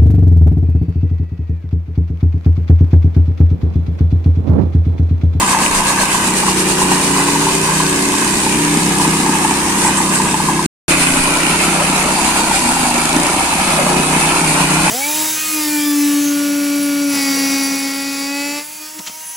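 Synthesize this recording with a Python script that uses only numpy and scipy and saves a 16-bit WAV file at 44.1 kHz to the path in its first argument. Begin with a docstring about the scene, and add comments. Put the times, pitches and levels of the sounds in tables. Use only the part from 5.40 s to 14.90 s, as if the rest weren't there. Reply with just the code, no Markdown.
"""A walk-behind power trowel finishes a concrete slab beside a wall, heard at a pair of microphones.
From afar at first, its single-cylinder four-stroke engine drones, ticks and rattles, sagging under load,
while the steel blades hiss round over the concrete and knock in light wind. At 5.3 s, a short silence.
From 5.5 s the machine is close by: the exhaust chugs, the blades dig in and groan, and near 7.6 s
the engine sags deeply, then recovers."""
import sys
import numpy as np
from scipy import signal
from scipy.fft import rfft, irfft
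from scipy.io import wavfile
from scipy.ndimage import uniform_filter1d

SR = 44100
rng = np.random.default_rng(int(sys.argv[2]) if len(sys.argv) > 2 else 0)


def bounce(signal):
    """Save signal as a 16-bit WAV file at the path given by the first command-line argument."""
    frames = np.transpose(np.atleast_2d(signal))
    limited = np.clip(frames, -1, 1)
    pcm = np.round(limited * 32767).astype(np.int16)
    wavfile.write(sys.argv[1], SR, pcm)


N = 418950
TIME = np.arange(N) / SR
HZ = np.fft.rfftfreq(N, 1 / SR)


def amp(db):
    """Decibels to gain."""
    return 10 ** (np.asarray(db) / 20)


def unit(x):
    """Scales to rms 1."""
    return x / np.sqrt(np.mean(x ** 2) + 1e-20)


def curve(rows):
    """Rows of (t/s, value), joined by straight lines."""
    return np.interp(TIME, *np.transpose(rows))


def spectrum(points):
    """Rows of (f/Hz, value), joined by straight lines over log frequency."""
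    hz, value = np.transpose(points)
    return np.interp(np.log(HZ + 1), np.log(hz), value)


def colour(x, points):
    """Filters by rows of (f/Hz, gain/dB), then scales to rms 1."""
    return unit(irfft(rfft(x) * amp(spectrum(points)), N))


def wander(rate_hz):
    """Random drift of rms 1, up to about rate_hz."""
    return unit(irfft(rfft(rng.standard_normal(N)) * np.exp(-(HZ / rate_hz) ** 2), N))


def swell(s, width_s):
    """A bell-shaped rise and fall around time s."""
    return np.exp(-np.minimum(((TIME - s) / width_s) ** 2, 20))


def swells(rows):
    """The sum of swells, each (t/s, height, half-length/s)."""
    return sum(height * swell(s, width_s) for s, height, width_s in rows)


def bursts(rows):
    """The gain of passing sounds, each (t/s, level/dB, half-length/s)."""
    return sum(amp(db) * swell(s, width_s) for s, db, width_s in rows)


def delayed(x, delay_s):
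    """Both channels, later by a steady or drifting delay."""
    return np.array([np.interp(TIME - delay_s, TIME, channel, left=0) for channel in x])


# time spent far from the machine, then close by: start t/s, end t/s
FAR_AND_NEAR = [(0, 5.263), (5.481, 9.5)]
NEAR_FROM_S = FAR_AND_NEAR[1][0]
def by_place(far, near):
    """The far value first, the near one once the microphones stand close."""
    return np.where(TIME < NEAR_FROM_S, far, near)


# likeness of the left and right microphones: f/Hz, coherence/0-1
MIC_COHERENCE = [(60, 1), (290, 0.97), (640, 0.7), (950, 0.95), (1400, 0.01), (3100, 0.17), (7000, 0)]
def pair_noise():
    """Noise at two microphones: alike in the bass, unrelated in the treble."""
    mid, side = rfft(rng.standard_normal((2, N)))
    coherence = np.clip(spectrum(MIC_COHERENCE), 0, 1)
    mid *= np.sqrt((1 + coherence) / 2)
    side *= np.sqrt((1 - coherence) / 2)
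    return irfft(np.array([mid + side, mid - side]), N)


# the engine sags, or overshoots if negative: t/s, drop in firing rate/Hz, half-length/s
LOAD_SAGS = [(.11, .56, .4), (.95, .84, .15), (1.5, 1.57, .49), (2.61, 1.15, .28), (3.42, -.5, .09),
             (5, 1.2, .14), (5.76, 2.97, .24), (6.27, -.83, .16), (6.56, .95, .37), (7.57, 6.03, .31),
             (8.29, -1.34, .13), (8.54, 2.67, .26), (9.25, 2.12, .18)]
def engine_cycles(governed_hz=32.45):
    """Running count of firings: the governed rate drops as the blades bite, then recovers."""
    firing_hz = (governed_hz - swells(LOAD_SAGS)) * (1 + .002 * wander(10))
    return np.cumsum(firing_hz) / SR


# engine tones from afar and close by: multiple of the firing rate, relative level/dB
FAR_HARMONICS = [(1, -29), (2, 1), (3, -4.5), (4, -15.5), (5, -5.5), (6, -5), (7, -12), (8, -17), (9, -2.5),
                 (10, -0.5), (11, -3.5), (12, -8), (13, -12.5), (14, -11), (15, -16)]
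NEAR_HARMONICS = [(1, 2.5), (2, 4), (3, -3.5), (4, -21), (5, -5), (6, -2), (7, -14.5), (8, -6), (9, 4.5),
                  (10, 3), (11, -2.5), (12, -8.5), (13, -7.5), (14, -14.5), (15, -7)]
# one tone swells or fades as the machine swings round: t/s, multiple, change/dB, half-length/s
HARMONIC_SWELLS = [(.35, 10, -18.5, 0.33), (1.101, 9, -13.5, 0.17), (1.2, 7, -10, 1), (1.25, 10, 2.5, 0.42),
                   (1.35, 12, 6.5, 0.35), (1.85, 9, 13, 0.63), (1.97, 6, -6.5, 0.16), (2.3, 11, -8.5, .35),
                   (2.151, 12, 10, 0.18), (2.294, 9, -17.5, .05), (2.596, 12, 9, 0.21), (2.602, 9, 3, 0.2),
                   (2.677, 5, -9, 0.14), (3.12, 12, 8.5, 0.13), (3.168, 6, -15, 0.087), (3.25, 9, 8, 0.21),
                   (3.7, 7, 1, 1), (4.151, 8, 11.5, .6), (4.1, 10, -0.5, 0.68), (5.85, 9, 0.5, 0.31),
                   (6.25, 11, 3, 0.29), (6.6, 7, 9, .45), (6.6, 9, -5, .45), (7.268, 8, 13, 0.068),
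                   (7.5, 10, -11.5, .25), (7.6, 15, -7, .3), (8.15, 10, -6.5, 0.083), (8.15, 8, 8.5, .12),
                   (7.62, 9, 8, 0.18), (7.78, 11, 10.5, 0.064), (8.56, 12, 11, 0.092),
                   (8.97, 5, -13.5, .05), (9.05, 11, -0.5, .25), (8.85, 10, -4, 0.26)]
def firing_tones(cycles, drift_db=1.1, uneven_db=1.1, pulse_at=.1):
    """Harmonics of the uneven firing pulses; each fades as the wall's reflection slips against it."""
    tones = np.zeros((2, N))
    # echoes scatter the tones' timing from afar; close by they line up into a chug
    scatter_turns = by_place(.36, .16)
    wall_share, slip_per_order = by_place(.24, .42), by_place(.2, .36)
    for order, ((_, far_db), (_, near_db)) in enumerate(zip(FAR_HARMONICS, NEAR_HARMONICS), 1):
        turns = order * (cycles - pulse_at) + scatter_turns * rng.standard_normal()
        phase = 2 * np.pi * turns + .15 * wander(3)
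        beaming_db = swells((s, db, width) for s, k, db, width in HARMONIC_SWELLS if k == order)
        tone_db = by_place(far_db, near_db) + beaming_db + drift_db * wander(2.8)
        mic_offset = .15 * rng.standard_normal()
        phases = np.array([phase + mic_offset, phase - mic_offset])
        slip = order * slip_per_order * wander(1.3)
        tones += amp(tone_db) * (np.cos(phases) + wall_share * np.cos(phases + slip))
    return unit(tones * amp(uneven_db * wander(22)))


# gas noise from the muffler: f/Hz, gain/dB
PUFF_COLOUR = [(20, -22), (60, -4.5), (110, -36.5), (165, 5), (215, 11.5), (320, 10), (400, 6.5),
               (500, -34)]
# roughness of the firing: t/s, the puffs' share of the power/0-1
ROUGHNESS = [(0, .08), (1, .045), (2.5, .05), (3.1, .08), (4.5, .09), (5.5, .12), (6.2, .14), (7, .19),
             (7.5, .25), (8.35, .36), (8.65, .1), (9.5, .09)]
# upper edges of the throb, boom, drone, bark and overtones: f/Hz
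REGISTER_EDGES = [140, 177, 255, 345, 480]
# the four registers above the throb, towards the microphones: t/s, level/dB
BOOM_LEVEL = [(0, -34), (.8, -34), (1.6, -29), (2, -25), (2.45, -24), (2.7, -35), (3, -32), (3.25, -23),
              (3.7, -23), (4.3, -32.5), (5.2, -23), (5.95, -29), (6.35, -25), (7, -35.5), (7.8, -27.5),
              (8.05, -38.5), (8.27, -26.5), (9.5, -20.5)]
DRONE_LEVEL = [(0, -25), (.6, -27), (1.05, -22), (1.7, -23), (2.05, -27.5), (2.4, -26), (3.15, -23.5),
               (3.65, -22), (4.25, -25), (4.8, -22), (5.5, -29.5), (6.5, -25), (7.65, -26), (8.05, -30),
               (8.5, -22.5), (9.15, -30.5), (9.5, -27.5)]
BARK_LEVEL = [(0, -29), (.7, -30), (1.95, -22.5), (2.3, -28.5), (2.65, -20.5), (2.92, -26.5), (3.25, -19.5),
              (4.95, -27), (5.25, -23), (6.05, -24), (6.35, -27), (7.5, -26.5), (7.8, -22), (8.3, -31.5),
              (8.8, -25), (9.5, -23)]
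OVERTONE_LEVEL = [(0, -34), (.75, -32.5), (1.2, -23), (1.85, -24.5), (2.15, -23.5), (2.36, -26.5),
                  (2.6, -24), (2.9, -27), (3.4, -26.5), (4.5, -30), (5.25, -29.5), (5.9, -31), (6.38, -29),
                  (6.6, -30.5), (7.4, -35.5), (7.8, -26.5), (8.1, -38), (8.55, -24), (9.5, -33)]
def exhaust(cycles, throb_db=-36.5, puff_floor=.14, puff_decay_cycles=.14):
    """Each firing pushes a pulse and a puff of gas through the muffler."""
    tones = firing_tones(cycles)
    puff_shape = puff_floor + np.exp(-(cycles % 1) / puff_decay_cycles)
    puffs = colour(pair_noise() * puff_shape, PUFF_COLOUR)
    rough = np.clip(curve(ROUGHNESS), 0, 1)
    gas = rfft(np.sqrt(1 - rough) * tones + np.sqrt(rough) * puffs)
    # the crankcase throb is steady; the muffler's registers beam differently
    levels_db = [throb_db, *map(curve, [BOOM_LEVEL, DRONE_LEVEL, BARK_LEVEL, OVERTONE_LEVEL])]
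    out, below = np.zeros((2, N)), 0
    for edge_hz, level_db in zip(REGISTER_EDGES, levels_db):
        low_pass = 1 / (1 + (HZ / edge_hz) ** 30)
        register = irfft(gas * (low_pass - below), N)
        power = uniform_filter1d(np.mean(register ** 2, axis=0), size=SR // 3)
        out += amp(level_db) * register / np.sqrt(power + 1e-12)
        below = low_pass
    return out


# the valve cover swings towards the microphones: t/s, rise/dB, half-length/s
VALVE_FACING = [(3.1, 3, 0.9), (7.75, 6, 0.21)]
def valves(cycles, turned_away_db=-28.5, decay_cycles=.085, second_at=.47, second_db=-7):
    """The valves tick brightly twice in each engine cycle, the second tick softer."""
    first = np.exp(-(cycles % 1) / decay_cycles)
    second = amp(second_db) * np.exp(-((cycles - second_at) % 1) / decay_cycles)
    ticks = pair_noise() * (first + second) * amp(wander(25))
    tick_colour = [(700, -16), (1500, -5), (2500, -3), (3400, -3), (5500, -2), (8800, 4),
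                   (10500, -5), (12000, -13.5), (15000, -30)]
    return amp(turned_away_db + swells(VALVE_FACING)) * colour(ticks, tick_colour)


# modes of the belt guard: f/Hz, relative level/dB, t60/s
GUARD_MODES = [(2320, -1.5, 0.0076), (2494, -2.5, .018), (2550, -0.5, .012), (2920, -2, 0.015)]
# its rattle: t/s, level/dB
RATTLE_LEVEL = [(0, -37), (1.3, -38), (2.1, -31), (2.6, -36), (5.3, -55), (5.5, -30.5), (6.4, -28.5),
                (7, -33), (8.4, -41), (9.5, -43.5)]
# it shakes harder for a moment: t/s, rise/dB, half-length/s
GUARD_SHAKES = [(.25, 9, 0.043), (3.12, 10, .12), (5.52, 4, .03), (5.68, 11, 0.038), (5.85, 4, .03),
                (6.05, 11, 0.043)]
def guard_rattle(cycles, press_db, uneven_db=3, loose_turns=.11, press_share=.77):
    """The guard is struck once per crankshaft turn, twice to a firing, harder when a blade presses."""
    turns = np.maximum.accumulate(2 * cycles + loose_turns * wander(60))
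    strikes = np.diff(np.floor(turns), prepend=0).clip(0, 1)
    strikes *= amp(uneven_db * wander(60) + press_share * press_db)
    t = np.arange(SR // 30) / SR
    ringing = np.zeros((2, N))
    for hz, db, t60 in GUARD_MODES:
        # each strike stirs each mode by a different amount
        blows = strikes * (rng.standard_normal((2, N)) + 1j * rng.standard_normal((2, N)))
        mode = amp(db - 60 * t / t60) * np.exp(2j * np.pi * hz * t)
        ringing += signal.oaconvolve(blows, mode[None])[:, :N].real
    band = [(1200, -30), (2100, .5), (2950, -.5), (3300, -19), (6000, -34)]
    return amp(curve(RATTLE_LEVEL) + swells(GUARD_SHAKES)) * colour(ringing, band)


# rotor speed, unsteady at first while the machine is swung about: t/s, blade passes per firing
ROTOR_SPEED = [(0, .277), (.3, .241), (.6, .248), (.9, .264), (1.15, .312), (1.3, .298), (1.5, .275),
               (1.7, .26)]
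# swell of each passing blade, deepest along the slab's edge: t/s, swing/dB
BLADE_SWING = [(0, 2.6), (.95, 3.1), (1.45, 2.9), (1.65, 1), (2.6, .3), (9.5, 0.3)]
# a blade meets a high spot on the slab: t/s, rise/dB
SLAB_HIGH_SPOTS = [(2.056, 0), (3.044, 2.5), (3.627, 3), (4.385, 3), (4.461, 4), (4.753, 4), (4.82, 1),
                   (5.085, 2.5), (5.51, 4.5), (5.618, 3), (6.103, 1), (6.243, 2), (6.62, 0), (6.871, 3),
                   (6.983, 4), (7.15, 5), (8.3, 2.5), (8.811, 3.5), (9.105, 1.5), (9.218, 1.5)]
def blade_pressure_db(cycles, spot_s=.03, unsteady_db=.45):
    """How hard the steel presses: it rises with each passing blade and on high spots."""
    passes = np.cumsum(np.diff(cycles, prepend=0) * curve(ROTOR_SPEED))
    spots = sum(rise * swell(s, spot_s) for s, rise in SLAB_HIGH_SPOTS)
    return curve(BLADE_SWING) * np.cos(2 * np.pi * passes) + spots + unsteady_db * wander(16)


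# narrow resonances of the steel blades and guard: f/Hz, half-width/Hz, rise/dB
STEEL_RESONANCES = [(1541, 18, 5.5), (1675, 38, 5.5), (1860, 15, 4), (2010, 45, 4), (7450, 70, 0.5),
                    (9250, 62, 3.5)]
# grit under the blades, from afar and close by: f/Hz, gain/dB
FAR_GRIND_COLOUR = [(330, -7.5), (470, -3.5), (640, -1.5), (1000, 5.5), (1400, -3), (1650, -0.5),
                    (2000, -3.5), (2500, 1), (2950, -2), (3300, -7), (4200, -26.5)]
NEAR_GRIND_COLOUR = [(330, -4), (470, -2.5), (620, 7), (1000, 6), (1400, 8), (1650, 1), (2000, 1.5),
                     (2450, 10), (3300, -3), (4200, -26.5)]
FAR_HISS_COLOUR = [(2500, -42), (3600, 1.5), (4400, -1.5), (5600, 1.5), (7400, 3.5), (8800, 8), (9600, 2.5),
                   (10500, 0), (12000, -11.5), (13300, -9), (15000, -43)]
NEAR_HISS_COLOUR = [(2500, -8.5), (3600, -1), (4600, -3), (5700, -3), (7400, -0.5), (8800, 4), (9600, 4),
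                    (10500, -1), (12000, -14.5), (13300, -14.5), (15000, -56)]
# grinding and hiss together: t/s, base level/dB
SCRAPE_LEVEL = [(0, -16), (3.25, -17), (4.6, -17.5), (5.25, -20.5), (5.5, -15.5), (6.2, -16), (7.1, -18),
                (9.5, -15.5)]
# the coarser hiss of dry sand: t/s, base level/dB
SAND_LEVEL = [(0, -36), (.7, -40), (1.3, -37), (1.9, -32), (2.6, -35.5), (4.6, -45.5), (5.5, -40.5),
              (6.6, -34.5), (7.3, -29.5), (7.9, -37), (9.5, -36.5)]
def scrape(press_db, far_grind_db=-3, near_grind_db=-2, hiss_db=-3.5, grind_share=.4):
    """Steel drags over sand grains: a coarse grinding and a fine hiss that swell with each blade."""
    grit = amp(.5 * wander(260))
    steel = amp(sum(db / (1 + ((HZ - hz) / width) ** 2) for hz, width, db in STEEL_RESONANCES))
    coarse = irfft(rfft(pair_noise() * grit * amp(.95 * wander(42))) * steel, N)
    fine = irfft(rfft(pair_noise() * grit) * steel, N)
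    grind = by_place(amp(far_grind_db) * colour(coarse, FAR_GRIND_COLOUR),
                     amp(near_grind_db) * colour(coarse, NEAR_GRIND_COLOUR))
    hiss = by_place(colour(fine, FAR_HISS_COLOUR), colour(fine, NEAR_HISS_COLOUR))
    sand = colour(fine, [(3200, -17), (4000, -1), (4800, 3), (5400, -13), (6500, -2.5),
                         (7500, -3), (9000, -20.5)])
    scraping = grind * amp(grind_share * press_db) + hiss * amp(hiss_db + press_db)
    return amp(curve(SAND_LEVEL) + press_db) * sand + amp(curve(SCRAPE_LEVEL)) * scraping


def slab_echo(x, echo_db=-11, delay_s=.0021, drift_s=.000159):
    """The wet slab mirrors the scraping; the path to the microphones shifts as the machine moves."""
    return x + amp(echo_db) * delayed(x, delay_s + drift_s * wander(.58))


def hiss_shimmer(x, depth_db=1.3):
    """Random narrow bands of the scraping hiss briefly swell and fade."""
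    frames = signal.stft(x, nperseg=512)[2]
    smoothing = np.outer(np.hanning(7), np.hanning(16))
    shimmer = signal.oaconvolve(rng.standard_normal(frames.shape[1:]), smoothing, "same")
    return signal.istft(frames * amp(depth_db * unit(shimmer)), nperseg=512)[1][:, :N]


# the blades' ringing, which the light knocks also follow: t/s, base level/dB
RING_LEVEL = [(0, -19), (1.2, -28.5), (1.95, -25.5), (2.7, -35.5), (3.45, -33), (3.8, -22), (5.2, -25.5),
              (5.5, -34.5), (6.9, -18.5), (7.5, -20.5), (9.5, -21.5)]
def blade_ring(gain_db=-3, flutter_db=2):
    """Constant small slips keep the blades ringing in one broad resonance."""
    slips = pair_noise() * amp(flutter_db * wander(32))
    far = colour(slips, [(500, -52), (760, -11.5), (900, -1), (1030, -3.5), (1250, -1.5), (1600, -51)])
    near = colour(slips, [(450, -27), (700, -2.5), (860, -2), (980, 1), (1250, -14.5), (1600, -36)])
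    return by_place(far, near) * amp(curve(RING_LEVEL) + gain_db)


def hum(hum_hz=133, hum_db=-38):
    """A faint steady hum, heard only at the far position."""
    phase = 2 * np.pi * hum_hz * TIME + .21 * wander(2.7)
    return by_place(amp(hum_db), 0) * np.sqrt(2) * np.sin(phase)


# gusts on the microphones: t/s, level/dB, half-length/s
MIC_GUSTS = [(.35, -33, .12), (.62, -38, 0.07), (5.555, -39, .08), (5.8, -27, .1)]
def wind(rumble_db=-42, apart=.27):
    """A low rumble and light gusts, partly different at each microphone."""
    def air():
        return pair_noise() + apart * rng.standard_normal((2, N))
    buffets = colour(air(), [(4, -13), (15, 5), (35, -11.5), (80, -26), (300, -76)])
    rumble = colour(air(), [(8, -10), (25, -14), (45, -8), (70, -5), (110, -4), (300, -43)])
    return bursts(MIC_GUSTS) * buffets + amp(rumble_db) * rumble


def light_knocks(count=700, per_s=70, far_hz=975, near_hz=900, spread_hz=77, far_db=.5, near_db=-1.5):
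    """Chance knocks of the blades at uneven intervals, as rows of (t/s, level/dB, f/Hz)."""
    times = (np.arange(count) + .7 * rng.random(count)) / per_s
    scatter_db, detune = rng.standard_normal((count, 2)).T
    far = times < NEAR_FROM_S
    ring_db = np.interp(times, *np.transpose(RING_LEVEL))
    level_db = ring_db + np.where(far, far_db, near_db) + scatter_db
    pitch_hz = np.where(far, far_hz, near_hz) + spread_hz * detune
    return [row for row in zip(times, level_db, pitch_hz) if row[0] < N / SR]


# a blade knocks hard on the slab: t/s, level/dB, f/Hz
HARD_KNOCKS = [(0.026, -7, 1030), (0.106, -19, 960), (0.13, -10, 1050), (0.146, -10, 940), (0.168, -9, 934),
               (0.314, -23, 975), (0.402, -13, 980), (0.417, -12, 937), (0.456, -18, 925),
               (0.502, -14.1, 1050), (0.631, -11.5, 940), (0.744, -9.5, 1040), (0.8, -19, 913),
               (1.034, -14, 895), (1.08, -10, 1080), (1.416, -10, 960), (1.515, -8.5, 860),
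               (1.76, -15, 1066), (1.798, -12.5, 887), (1.885, -12.5, 980), (1.957, -10, 946),
               (2.067, -10.5, 940), (2.082, -14, 990), (2.287, -10, 950), (2.4, -9, 1034),
               (2.739, -14, 960), (2.866, -17.5, 900), (3.063, -11.5, 907), (3.597, -12.5, 975),
               (3.613, -14, 910), (3.648, -8.5, 965), (3.862, -11.5, 910), (3.891, -11, 930),
               (3.95, -12, 910), (4.047, -9, 890), (4.107, -12, 970), (4.447, -12, 940), (4.467, -12, 960),
               (4.482, -13, 876), (4.491, -11, 956), (4.602, -9, 900), (4.616, -14, 950),
               (4.799, -9.5, 953), (4.941, -8.5, 940), (5.0, -13, 893), (5.085, -8.5, 975),
               (5.095, -12.5, 880), (5.191, -9, 994), (5.962, -12, 980), (6.141, -12.5, 925),
               (6.4, -14, 990), (6.788, -11, 910), (6.888, -13, 1013), (6.959, -11, 905), (6.992, -19, 880),
               (7.015, -13, 970), (7.111, -14, 910), (7.289, -13, 890), (7.3, -15, 870), (7.317, -16, 830),
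               (7.367, -12, 835), (7.453, -13, 860), (7.51, -12.5, 890), (7.939, -17, 1002),
               (8.007, -12.5, 810), (8.127, -13, 910), (8.331, -14, 1019), (8.541, -16, 960),
               (9.039, -12, 880), (9.2, -14, 836), (9.225, -14, 1045), (9.478, -12, 894)]
def blade_knocks(peak_s=.0032, fall_hz_per_s=13000, upper_ratio=1.9, upper_db=-17, tick_db=-21,
                 wall_db=-11, wall_s=.009):
    """A blade hits the slab: a gritty tick, a ring that falls as it springs free, the wall's echo."""
    out = np.zeros((2, N))
    t = np.arange(SR // 40) / SR
    envelope = (t / peak_s * np.exp(1 - t / peak_s)) ** 2
    for s, db, pitch_hz in list(HARD_KNOCKS) + light_knocks():
        mic_phases = 2 * np.pi * rng.random() + .22 * rng.standard_normal((2, 1))
        turns = pitch_hz * t - fall_hz_per_s * (t - peak_s) ** 2 / 2
        ring = np.sin(2 * np.pi * turns + mic_phases)
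        upper_mode = amp(upper_db) * np.sin(2 * np.pi * (upper_ratio * turns + rng.random((2, 1))))
        tick = amp(tick_db) * rng.standard_normal((2, len(t))) * np.exp(-t / peak_s)
        knock = envelope * (ring + upper_mode + tick)
        start = round(s * SR)
        out[:, start:start + len(t)] += np.sqrt(2) * amp(db) * knock[:, :N - start]
    return out + amp(wall_db) * delayed(out, wall_s)


# a blade skims flat: t/s, base level/dB, half-length/s
FLAT_SKIMS = [(.25, -26, 0.045), (.38, -25, 0.039), (1.2, -32, 0.28), (4.47, -19.5, 0.033),
              (4.58, -21, 0.019), (4.79, -23, 0.22), (5.662, -24, .07), (5.8, -23, 0.12), (7.33, -23, 0.21),
              (9.05, -32, .15)]
def skim(press_db):
    """A blade lies flat on the smooth paste and draws out a fine, high swish."""
    grains = pair_noise() * amp(1.2 * wander(200))
    far = colour(grains, [(5000, -23), (6800, -9), (8000, 2), (9000, -2), (10000, -10), (12000, -31)])
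    near = colour(grains, [(6000, -30), (8000, 1), (9200, 1), (10000, 1), (10800, -12), (12000, -28)])
    return bursts(FLAT_SKIMS) * amp(press_db / 2) * by_place(far, near)


# a blade digs in, loudest close by: t/s, level/dB, half-length/s
BLADE_DIGS = [(3.663, -40, 0.1), (5.6, -46, 0.072), (6.39, -22, 0.06), (6.683, -19, 0.045),
              (7.85, -27, 0.2), (8.44, -19.5, 0.18)]
def groan(flutter_db=3):
    """Heavy drag shakes the blades in a lower resonance."""
    slips = pair_noise() * amp(flutter_db * wander(54))
    resonance = [(330, -17), (480, 1), (590, 12), (700, .5), (1300, 2), (2000, -45)]
    return bursts(BLADE_DIGS) * colour(slips, resonance)


# the right microphone against the left: f/Hz, level/dB
MIC_BALANCE = [(100, 0), (1000, -1), (2500, 2), (5000, -1), (9000, 3), (11000, -7), (13000, -6)]
def scene(left_lag_s=8e-5):
    """The trowel works a little to the right: the left microphone hears it slightly later."""
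    cycles = engine_cycles()
    press_db = blade_pressure_db(cycles)
    engine = exhaust(cycles) + valves(cycles) + guard_rattle(cycles, press_db)
    background = wind() + hum()
    scraping = hiss_shimmer(slab_echo(scrape(press_db) + skim(press_db)))
    blades = scraping + blade_ring() + groan() + blade_knocks()
    lean_db = spectrum(MIC_BALANCE) / 2
    left = amp(-lean_db) * np.exp(-2j * np.pi * HZ * left_lag_s)
    right = amp(lean_db)
    return irfft(rfft(engine + blades) * np.array([left, right]), N) + background


def record(dry, top_hz=15500):
    """Silence between the far and near positions, a full-scale limit and a band limit."""
    heard = sum((TIME >= start) & (TIME <= end) for start, end in FAR_AND_NEAR)
    gate = uniform_filter1d(heard.astype(float), size=48)
    limited = np.clip(dry * gate, -1, 1)
    low_pass = signal.firwin(511, top_hz, window=("kaiser", 9), fs=SR)
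    return signal.oaconvolve(limited, low_pass[None], "same")


dry = scene()
out = record(dry)
bounce(out)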